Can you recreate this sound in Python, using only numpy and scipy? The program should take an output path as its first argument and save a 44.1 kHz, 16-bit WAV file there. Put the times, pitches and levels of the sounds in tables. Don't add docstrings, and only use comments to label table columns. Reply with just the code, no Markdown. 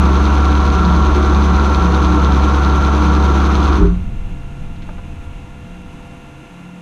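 import sys
import numpy as np
from scipy import signal
from scipy.fft import rfft, irfft
from scipy.io import wavfile
from scipy.ndimage import uniform_filter1d

SR = 44100
rng = np.random.default_rng(int(sys.argv[2]) if len(sys.argv) > 2 else 0)


def waveform_to_disk(signal):
    frames = np.transpose(np.atleast_2d(signal))
    scaled = np.clip(frames, -1, 1) * 32767
    samples = np.round(scaled).astype(np.int16)
    wavfile.write(sys.argv[1], SR, samples)


def natural_amplitude(level_db):
    exponent = np.asarray(level_db, float) / 20
    return 10 ** exponent


N = 300321
T = np.arange(N) / SR
HZ = np.fft.rfftfreq(300000 + 2400, 1 / SR)
CUT_S = 3.76

# (time [s], turns so far [turns])
SHAFT = [
    (-.0447, -1),
    (.0548, 0),
    (.8505, 8),
    (1.3473, 13),
    (2.2463, 22),
    (3.1497, 31),
    (3.7544, 37),
    (6.9, 68),
]
TURNS = np.interp(T, *np.transpose(SHAFT))
PASSES = TURNS * 16


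def evened(x):
    return x / np.sqrt(np.mean(x ** 2) + 1e-20)


def colour(points):
    hz, db = np.transpose(points)
    return natural_amplitude(np.interp(np.log(HZ + 1), np.log(hz), db, left=-120, right=-120))


def modes(peaks, steep=0.78):
    power = sum(natural_amplitude(2 * db) / (1 + (2 * (HZ - hz) / width) ** 2) ** steep for hz, width, db in peaks)
    top_hz = peaks[-1][0]
    return np.sqrt(power) / (1 + (HZ / (1.6 * top_hz)) ** 4)


def shaken(gain, drive=None):
    size = 2 * len(HZ) - 2
    force = rng.standard_normal(size)
    if drive is not None:
        force = force * np.resize(drive, size)
    return evened(irfft(rfft(force) * gain)[:N])


def drift(hz):
    return shaken(1 / (1 + (HZ / hz) ** 4))


def held(x):
    span = round(.07 * SR)
    power = uniform_filter1d(uniform_filter1d(x ** 2, span), span)
    return x / np.sqrt(abs(power) + 0.12)


def dying(start, db_per_s):
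    return natural_amplitude(-db_per_s * np.maximum(T - start, 0))


def wavering(hz, db, wander, swell_db):
    phase = 2 * np.pi * (hz * T + rng.random()) + wander * drift(5.6)
    return np.sqrt(2) * natural_amplitude(db + swell_db * drift(4.5)) * np.sin(phase)


def add(mix, s, sound):
    part = mix[round(s * SR):][:len(sound)]
    part += sound[:len(part)]


def shed_air():
    # (frequency [Hz], level [dB per Hz])
    air_colour = [(40, -14), (110, -4.5), (250, -0.5), (340, -6), (450, -14), (750, -14.5), (930, -10),
                  (1150, -15.5), (1900, -20.5), (2700, -15), (3100, -22), (3900, -25.5), (4500, -33),
                  (15500, -37)]
    return natural_amplitude(-41) * shaken(colour(air_colour), natural_amplitude(.4 * drift(8)))


def cooling_fan():
    # (frequency [Hz], level [dB])
    fan_lines = [(285.3, -54), (306.8, -53), (495.3, -52.5), (689.1, -52.5), (796.7, -58), (925.9, -64),
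                 (974.4, -75.5), (1136, -72), (1378, -56), (1421, -58.5), (1701, -64), (1766, -66.5),
                 (2073, -61.5), (2223, -70), (2369, -87.5), (2756, -57.5), (3451, -70), (5518, -77.5),
                 (6218, -88)]
    return sum(wavering(hz, db, wander=hz / 900, swell_db=1.0) for hz, db in fan_lines)


def knock(hz, spread, t60, count):
    t = T[:round(.15 * SR)]
    chance = rng.random((count, 3))
    place = 2 * (np.arange(count)[:, None] + chance[:, :1]) / count - 1
    cycles = hz * np.exp(spread * place) * t
    rings = np.exp(-2 * place ** 2) * np.sin(2 * np.pi * (cycles + 0.4 * chance[:, 1:2]))
    decay = natural_amplitude(-60 * t * np.exp(.5 * place) / (t60 * (.5 + chance[:, 2:])))
    onset = np.sin(np.minimum(t * hz, np.pi / 2)) ** 2
    burst = (rings * decay).sum(0) * onset
    return burst / abs(burst).max()


def finger_taps():
    # (time [s], peak level [dB], centre [Hz], time to fall 60 dB [s], dry tick against knock [dB])
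    touches = [
        (4.759, -41, 1800, 0.03, 0),
        (4.82, -36, 2000, 0.06, 0),
        (4.889, -24.5, 900, .05, -20),
        (4.98, -32, 1000, .08, -16),
        (5.714, -46, 1000, .04, -8),
        (6.03, -43, 990, .04, -8),
    ]
    out = np.zeros(N)
    for s, db, hz, t60, tick_db in touches:
        hollow = knock(hz, 1.0, t60, count=14)
        dry_tick = knock(3000, 0.8, 0.12, count=24)
        add(out, s, natural_amplitude(db) * (hollow + natural_amplitude(tick_db) * dry_tick))
    return out


def swaying_bench():
    # (frequency [Hz], width [Hz], level [dB])
    thud_modes = [(31.6, 4.2, 6), (54.8, 16, -12), (78.3, 12, -1.5), (89.3, 7.6, -11.5),
                  (199.6, 10.4, -8.5)]
    # (time [s], level [dB])
    settling = [
        (3.9, -15),
        (4.03, -23),
        (4.21, -24),
        (4.5, -31),
        (4.9, -30.5),
        (5.36, -30.5),
        (5.44, -35),
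        (5.9, -36),
        (6.81, -53),
    ]
    from_s, sway_hz = 3.9, 17.8
    onset = np.clip((T - from_s) / .12, 0, 1)
    rocking = np.sqrt(2) * np.sin(2 * np.pi * sway_hz * T + 0.33 * drift(3)) * natural_amplitude(2 * drift(5))
    thuds = natural_amplitude(np.interp(T, *np.transpose(settling))) * held(shaken(modes(thud_modes)))
    return onset * (natural_amplitude(-25) * dying(from_s + .25, 15) * rocking + thuds)


def surges_and_drones():
    # (middle [s], length [s], level [dB], frequency [Hz])
    surges = [(.03, .2, -21, 178), (.45, .25, -24, 178), (.95, .45, -20, 176), (1.45, .3, -22, 180),
              (1.87, .2, -20, 179), (2.13, .35, -22, 180), (.25, .15, -24, 302), (.55, .3, -24, 300),
              (1.25, .35, -23, 363), (2.15, .35, -25, 300), (3.1, .4, -25, 302)]
    # (middle [s], length [s], level [dB], frequency [Hz])
    drones = [(4.61, 1.0, -36, 136), (5.13, .3, -40, 137), (5.51, .55, -40, 136), (6.09, .3, -43, 137),
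              (6.34, .35, -42, 137), (6.66, .4, -46, 137), (4.31, .2, -37, 177), (4.81, .7, -37, 177),
              (5.79, .6, -38.5, 177), (6.11, .2, -43, 177), (6.7, .55, -37, 177)]
    panel_width_hz = 1.62
    unsteady = held(shaken(1 / (1 + (2 * HZ / panel_width_hz) ** 2)) + 1.546)
    out = np.zeros(N)
    for s, length, db, hz in surges + drones:
        swell = np.cos(np.pi * np.clip((T - s) / length, -.5, .5))
        tone = np.sqrt(2) * np.sin(2 * np.pi * (hz * T + rng.random()) + .7 * drift(4))
        out += natural_amplitude(db) * swell * unsteady * tone
    return out


def jolt():
    # (start [s], hold [s], frequency [Hz], level [dB], release [dB per s])
    rung = [
        (3.785, .07, 49, -13.5, 115),
        (3.79, .05, 33, -23, 65),
        (3.76, .06, 86, -19.5, 85),
        (3.8, .1, 178, -18.5, 160),
        (3.75, .02, 214, -21, 400),
        (3.79, .04, 300, -19.5, 450),
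        (3.79, .055, 397, -18.5, 500),
    ]
    rise_s = .03
    out = np.zeros(N)
    for s, hold, hz, db, release in rung:
        swell = np.clip((T - s) / rise_s, 0, 1) * dying(s + rise_s + hold, release)
        out += swell * natural_amplitude(2 * drift(36)) * wavering(hz, db, wander=.5, swell_db=.5)
    return out


def tick(hz):
    # (frequency [Hz], level [dB])
    overtones = [(4300, -7), (5100, -17), (6100, -20), (10500, -38)]
    t = T[:260] - .0013
    phase = rng.random()
    rings = 0
    for f, db in [(hz, 0)] + overtones:
        rings = rings + natural_amplitude(db) * np.cos(2 * np.pi * (f * t + phase + .2 * rng.random()))
    strike = np.exp(-.5 * (t / .00027) ** 2)
    rattle = .15 * np.exp(-.5 * ((t - .0014) / .0009) ** 2)
    return .8 * rings * (strike + rattle)


def spinning():
    return dying(CUT_S, 103)


def ball_passes():
    passing = (np.diff(np.floor(PASSES), prepend=-9) > 0) * (TURNS % .5 > .02)
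    rattle_db = 9 * np.exp(-(TURNS % 1) / .1)
    size = passing * spinning() * natural_amplitude(-33 + rattle_db + 3 * rng.standard_normal(N))
    shape = rng.integers(0, 8, N)
    out = np.zeros(N)
    for k in range(8):
        out += signal.oaconvolve(size * (shape == k), tick(rng.uniform(2760, 4110)))[:N]
    return out


def bearing_flaws():
    places = [0, .5, .755]
    # (first flaw [dB], second flaw [dB], third flaw [dB])
    load_cycle = [(-23, -36, -23), (-20.5, -36, -36), (-19.5, -33, -28), (-25, -23, -36), (-18.5, -29, -21),
                  (-21, -23, -33), (-25, -22, -29), (-23, -26, -36), (-17.5, -23.5, -23.5)]
    out = np.zeros(N)
    s, turns = np.transpose(SHAFT)
    for turn in range(38):
        for place, db in zip(places, load_cycle[turn % len(load_cycle)]):
            when = np.interp(turn + place, turns, s)
            level = natural_amplitude(db + 1.0 + 1.0 * rng.standard_normal())
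            hz = 3520 * np.exp(.06 * rng.standard_normal())
            add(out, when, (when < CUT_S) * level * tick(hz))
    return out


def bearing_hiss():
    # (frequency [Hz], level [dB per Hz])
    hiss_colour = [(1450, -31.5), (1650, -23.5), (1900, -10.5), (2400, -3.5), (2900, -8.5), (3600, -6.5),
                   (4300, -9), (4550, -17), (5300, -16), (5750, -15.5), (5900, -12), (6600, -21),
                   (7700, -29.5), (15500, -31)]
    ball_throb_db = 1.5 * np.cos(2 * np.pi * PASSES)
    turn_throb_db = 1 * np.cos(2 * np.pi * (TURNS - 0.034))
    throb = natural_amplitude(.9 * drift(40) + ball_throb_db + .3 * drift(12) + turn_throb_db)
    return natural_amplitude(-34.5) * spinning() * shaken(colour(hiss_colour), throb)


def ringing_cases():
    # (frequency [Hz], width [Hz], level [dB])
    case_modes = [(483.2, 4.9, -2), (501, 44, -13.5), (624.3, 9.6, -8), (666, 17, -11), (744, 13, -7),
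                  (850, 24, -11.5), (901.5, 6.4, -1), (968, 30, -7), (1066, 11, -2), (1120, 42, -6),
                  (1112, 9.2, -11), (1169, 8.5, 0), (1270, 9.9, -6.5), (1285, 15, -6.5), (1366, 44, -7),
                  (1387, 21, -3.5), (1492, 25, -8), (1646, 14, -14)]
    coasting = dying(CUT_S, 70) * dying(3.855, 105)
    return natural_amplitude(-22) * coasting * shaken(modes(case_modes, steep=0.76), natural_amplitude(0.16 * drift(30)))


def shaken_rig():
    # (frequency [Hz], width [Hz], level [dB])
    bench = [(17.8, 3, -10), (35, 10, -15.5), (50.7, 1.2, 11.5), (88.5, 8.4, -2), (104, 10, -37)]
    # (frequency [Hz], width [Hz], level [dB])
    boards = [(125.5, 5.6, -14.5), (153, 4, -12), (178.5, 3.6, 0)]
    # (frequency [Hz], width [Hz], level [dB])
    frame = [(228, 24, -20.5), (304, 19.3, 5.5), (332.4, 15, -1.5), (365.9, 7.5, 4.5), (399, 35, -7),
             (413.4, 39, -15)]
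    laps = TURNS / 4.5
    boards_db = -26 + 2 * np.cos(2 * np.pi * (laps + 0.053))
    out = natural_amplitude(-25.5) * shaken(modes(bench))
    out += natural_amplitude(boards_db) * shaken(modes(boards))
    out += natural_amplitude(-23) * shaken(modes(frame))
    return out * dying(3.84, 150)


def slot_whines():
    # (frequency [Hz], level [dB])
    whines = [(760, -35), (970, -32), (1098, -35), (1172, -49.5), (1357, -29)]
    current = np.clip((3.8 - T) / 0.069, 0, 1)
    return current * sum(wavering(hz, db, wander=0.54, swell_db=1.5) for hz, db in whines)


def windings():
    # (time [s], frequency [Hz], level [dB])
    hum = [
        (0, 70, -13.5),
        (.6, 70.13, -14),
        (1.3, 70.6, -13.5),
        (1.9, 69.99, -14.5),
        (2.4, 69.34, -14),
        (3.102, 70.2, -13.5),
        (3.74, 69.86, -14),
        (3.8, 66.1, -16),
    ]
    # (multiple of hum [times], level under hum [dB], unsteadiness [0-1])
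    multiples = [(2, -18, .3), (3, -12, .25)]
    s, hz, db = np.transpose(hum)
    cycles = np.cumsum(np.interp(T, s, hz)) / SR + .75
    tone = np.sin(2 * np.pi * cycles) * (1 + 0.069 * drift(2.3))
    for k, under_db, unsteady in multiples:
        wander = unsteady * drift(2.4)
        flutter = 1 + unsteady * drift(14.0)
        tone += natural_amplitude(under_db) * flutter * np.sin(2 * np.pi * k * cycles + wander)
    current = np.clip((3.81 - T) / 0.02, 0, 1)
    return np.sqrt(2) * natural_amplitude(np.interp(T, s, db)) * current * tone


def scene():
    background = shed_air() + cooling_fan() + finger_taps()
    stopping = swaying_bench() + surges_and_drones() + jolt()
    bearing = ball_passes() + bearing_flaws() + bearing_hiss()
    machine = ringing_cases() + shaken_rig() + slot_whines() + windings()
    return (background + stopping + bearing + machine)[None]


def roll_off(x):
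    return signal.sosfilt(signal.butter(12, 15290, fs=SR, output="sos"), x)


def record(dry):
    # (frequency [Hz], gain [dB])
    microphone = [(1, 3.5), (5700, -0.5), (6250, 6), (7200, 1), (11200, -3), (11700, -6.5), (15500, -18),
                  (22050, -6)]
    hz = HZ[::300]
    response = signal.firwin2(511, hz / hz[-1], colour(microphone)[::300])
    padded = np.pad(dry, ((0, 0), (255, 255)), "reflect")
    heard = signal.oaconvolve(padded, response[None], "valid")
    ceiling = 1.8
    return roll_off(ceiling * np.tanh(heard / ceiling))


dry = scene()
out = record(dry)
waveform_to_disk(out)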